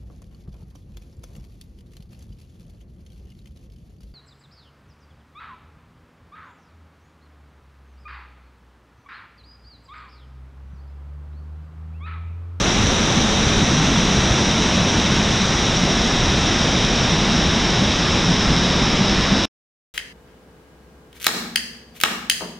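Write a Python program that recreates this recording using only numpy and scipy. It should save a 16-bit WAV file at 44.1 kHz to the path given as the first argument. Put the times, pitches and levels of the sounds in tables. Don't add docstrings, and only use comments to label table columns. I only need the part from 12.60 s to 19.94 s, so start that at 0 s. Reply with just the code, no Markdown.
import sys
import numpy as np
from scipy import signal
from scipy.io import wavfile
from scipy.ndimage import uniform_filter1d, minimum_filter1d

SR = 44100
rng = np.random.default_rng(int(sys.argv[2]) if len(sys.argv) > 2 else 0)


def magnitude_from_level(level_db):
    exponent = np.asarray(level_db, float) / 20
    return 10 ** exponent


def bounce(signal):
    frames = np.transpose(np.atleast_2d(signal))
    limited = np.clip(frames, -1, 1)
    pcm = np.round(limited * 32767).astype(np.int16)
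    wavfile.write(sys.argv[1], SR, pcm)


N = 323673

# pitch_hz, level_db (per Hz)
THUD_COLOUR = [(4.7, -38), (8.0, -15.5), (48, 2.5), (120, -3.5), (160, -35), (260, -120)]
# pitch_hz, level_db (per Hz)
PLUNGE_COLOUR = [(71, -37.5), (120, -2), (200, 1), (242, -1), (280, -9), (330, -17), (430, -23),
                 (730, -120)]
# pitch_hz, level_db (per Hz)
CHURN_COLOUR = [(180, -45.5), (300, 0), (467, -5), (2600, -11.5), (3380, -17.5), (5720, -120)]
# pitch_hz, level_db (per Hz)
SPRAY_COLOUR = [(1800, -51.5), (2600, -5.5), (3200, 0), (6000, -6.5), (9500, -13.5), (12000, -20),
                (15500, -28.5), (17000, -61.5)]
# time_s, surge_db
SURGE = [
    (0, -1.5),
    (.7, -0.6),
    (1.2, 1.5),
    (1.9, 0.5),
    (3.4, -1),
    (4.6, 0.8),
    (5.4, -1.5),
    (6, .5),
    (6.84, -0.5),
]
# time_s, swell_db, length_s
AIR_POCKETS = [(0.43, 1.7, 0.066), (0.59, 3, 0.088), (0.82, 2, 0.057), (1.03, 4.5, 0.07), (1.21, 2, 0.21),
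               (1.47, 1, 0.09), (2.18, 3.4, 0.07), (2.56, 1.3, 0.14), (3.24, 3.5, 0.059), (3.73, 1.6, 0.14),
               (4.3, 0, 0.12), (4.67, 0, 0.15), (4.77, 3.5, 0.065), (5.24, 2.2, 0.12), (5.71, 3, 0.11),
               (5.91, 2, 0.11), (6.22, 2.0, 0.079), (6.42, 4.5, 0.046), (6.72, 4.3, 0.062)]
# time_s, swell_db, length_s
WATER_SLUGS = [(0.08, 1.5, 0.03), (0.24, 4.5, 0.23), (0.49, 3, 0.049), (0.87, 8, 0.032), (0.97, 3, 0.17),
               (1.35, 2.5, 0.07), (1.6, 3, 0.18), (1.72, 5.5, 0.06), (2.15, 0.5, 0.11), (2.38, 2, 0.09),
               (2.79, -1, 0.09), (3.41, 4, 0.033), (3.65, 4, 0.17), (3.82, 3, 0.089), (4.67, 0.5, 0.13),
               (4.88, 4.3, 0.07), (5.19, 4, 0.045), (5.29, 1.5, 0.08), (5.53, 3.0, 0.095),
               (5.91, 4.5, 0.15), (6.29, 1, 0.07), (6.57, 3, 0.15)]
# pitch_hz, width_hz, level_db
HOUSING = (3860, 380, 10)
# width_hz, level_db
PORT = (560, 13.7)
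# start_s, end_s
UNLIKE_STRETCHES = [(0, .24), (.68, 1.37), (1.76, 1.95), (2.85, 3.12), (3.76, 4.56), (5.4, 5.92),
                    (6.01, 6.35)]
# pitch_hz, level_db (per Hz)
RESIDUE_COLOUR = [(20, -13.5), (100, -9.5), (500, -6), (1000, -3.5), (6000, -4), (7400, -8), (9000, -19),
                  (9500, -62.5)]

THUD_DB, PLUNGE_DB, CHURN_DB, SPRAY_DB = -26.5, -22, -22.5, -23.5
POCKET_GAIN, SLUG_GAIN, SPLASH_SHARE, HEAVE_SHARE = 1.84, 1.49, 0.065, 0.15
PORT_START_HZ, PORT_SINK_HZ_PER_S = 5823, 65
FILM_DB_PER_S, FILM_HZ = 0.84, 8000
BUSY_SHARE, STRAY_FRAMES, STRAY_SHARE = 0.66, 0.2, 0.18
CEILING_HZ, CEILING_SINK_HZ_PER_S, BUSY_DROP_HZ, CEILING_SCATTER_HZ = 14250, 50, 350, 300
STUTTER_S, CUT_S = 6.8442, 6.8546
FRAME = 2048


def unit(x):
    return x / np.sqrt(np.mean(np.abs(x) ** 2) + 1e-20)


def along(points, hz):
    point_hz, value = np.transpose(points)
    return np.interp(np.log(hz + 1), np.log(point_hz + 1), value)


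def swells(rows, t):
    moment, db, length = np.transpose(rows)[:, :, None]
    coarse = t[::64]
    bumps = db * np.exp(-(3.26 * (coarse - moment) / length) ** 2)
    return np.interp(t, coarse, np.sum(bumps, axis=0))


def steady(x, seconds, share):
    span = int(seconds * SR)
    power = np.abs(uniform_filter1d(uniform_filter1d(x ** 2, span), span))
    return unit(x / (power + 0.05) ** (np.clip(share, 0, 1) / 2))


def droplets(count, spread_db):
    draw = rng.random((count, 3))
    size = magnitude_from_level(-spread_db * np.log(draw[:, 1] + 0.004))
    size = size * np.sign(draw[:, 2] - 0.5)
    place = (draw[:, 0] * N).astype(int)
    return unit(np.bincount(place, size, N))


def rush(colour, patchy_db, bins, frames, grains=0, cavity=None):
    hz, t, z = signal.stft(rng.standard_normal(N) + grains, SR, nperseg=FRAME, noverlap=1536)
    field = uniform_filter1d(rng.standard_normal(z.shape), bins, 0)
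    field = uniform_filter1d(field, frames, 1)
    z = z * magnitude_from_level(patchy_db * unit(field) + along(colour, hz)[:, None])
    if cavity:
        gain = cavity(hz[:, None], t)
        weight = np.mean(np.abs(z) ** 2, axis=1, keepdims=True)
        z = z * gain / np.sqrt(np.sum(weight * np.abs(gain) ** 2, axis=0))
    return unit(signal.istft(z, SR, nperseg=FRAME, noverlap=1536)[1][:N])


def resonance(hz, center_hz, width_hz, db):
    return magnitude_from_level(db) * width_hz * center_hz / (center_hz * center_hz - hz * hz + 1j * hz * width_hz)


def cavities(hz, t):
    port_hz = PORT_START_HZ - PORT_SINK_HZ_PER_S * t
    pair = resonance(hz, *HOUSING) + resonance(hz, port_hz, *PORT)
    shell = magnitude_from_level(-1.0) / (1 + (hz / 6000) ** 8)
    film_db = -FILM_DB_PER_S * (t - CUT_S / 2) / (1 + (FILM_HZ / (hz + 1)) ** 4)
    return pair * np.sqrt(1 + shell ** 2 / np.abs(pair) ** 2) * magnitude_from_level(film_db)


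def falling_sheet(slug_db):
    thud = rush(THUD_COLOUR, patchy_db=0.5, bins=3, frames=8)
    return magnitude_from_level(THUD_DB + slug_db) * steady(thud, seconds=0.064, share=0.72)


def spray():
    grains = 0.3 * droplets(count=9000, spread_db=5.0)
    fizz = rush(SPRAY_COLOUR, patchy_db=0.35, bins=25, frames=5, grains=grains, cavity=cavities)
    return magnitude_from_level(SPRAY_DB) * fizz


def churning_pool(surge_db, slug_db):
    grains = 0.29 * droplets(count=6000, spread_db=4)
    churn = rush(CHURN_COLOUR, patchy_db=0.7, bins=12, frames=6, grains=grains)
    return magnitude_from_level(CHURN_DB + HEAVE_SHARE * surge_db + SPLASH_SHARE * slug_db) * churn


def plunge(surge_db, pocket_db):
    rumble = rush(PLUNGE_COLOUR, patchy_db=1.55, bins=3, frames=8)
    return magnitude_from_level(PLUNGE_DB + surge_db + pocket_db) * steady(rumble, seconds=0.076, share=0.53)


def waterfall():
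    t = np.arange(N) / SR
    surge_db = np.interp(t, *np.transpose(SURGE))
    slug_db = SLUG_GAIN * swells(WATER_SLUGS, t)
    pocket_db = POCKET_GAIN * swells(AIR_POCKETS, t)
    return (falling_sheet(slug_db) + spray()
            + churning_pool(surge_db, slug_db) + plunge(surge_db, pocket_db))


def scene():
    return np.tile(waterfall(), (2, 1))


def limit(x):
    need = np.minimum(1, 0.55 / (np.abs(x[0]) + 1e-9))
    return x * uniform_filter1d(minimum_filter1d(need, size=441), size=221)


def busy(t):
    return sum((t > start) & (t < end) for start, end in UNLIKE_STRETCHES)


def ceiling(x):
    hz, t, z = signal.stft(x, SR, nperseg=FRAME)
    top_hz = CEILING_HZ - CEILING_SINK_HZ_PER_S * t - BUSY_DROP_HZ * busy(t)
    top_hz = top_hz + CEILING_SCATTER_HZ * rng.standard_exponential(len(t))
    keep = 1 / (1 + np.exp(np.clip((hz[:, None] - top_hz) / 30, -30, 30)))
    return signal.istft(z * keep, SR, nperseg=FRAME)[1][..., :N]


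def residue():
    hz, t, z = signal.stft(rng.standard_normal(N), SR, nperseg=FRAME)
    pitch = hz[:, None]
    stray = STRAY_SHARE * (rng.random(len(t)) < STRAY_FRAMES) * (pitch < 6500)
    share = np.maximum(BUSY_SHARE * busy(t), stray)
    share = share * (1 - 0.5 * (pitch > 7500))
    band = (12 * np.log(1 + hz / 1200)).astype(int)
    on = rng.random((band.max() + 1, len(t)))[band] < share
    z = z * on * magnitude_from_level(along(RESIDUE_COLOUR, hz))[:, None]
    return unit(signal.istft(z, SR, nperseg=FRAME)[1][:N])


def stutter_and_cut(x):
    t = np.arange(N) / SR
    start, end = round(STUTTER_S * SR), round(CUT_S * SR)
    x[:, start:end] = x[:, 2 * start - end:start]
    fade = np.clip(1 - (t - CUT_S) / 0.029, 0, 1)
    return x * np.where(t < CUT_S, 1, magnitude_from_level(-25.5) * fade)


def roll_off(x):
    return signal.sosfilt(signal.butter(12, 15900, fs=SR, output="sos"), x)


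def record(dry):
    x = ceiling(limit(dry))
    x = x + magnitude_from_level(-48) * residue() * [[1], [-1]]
    mix = stutter_and_cut(x)
    return roll_off(mix)


dry = scene()
out = record(dry)
bounce(out)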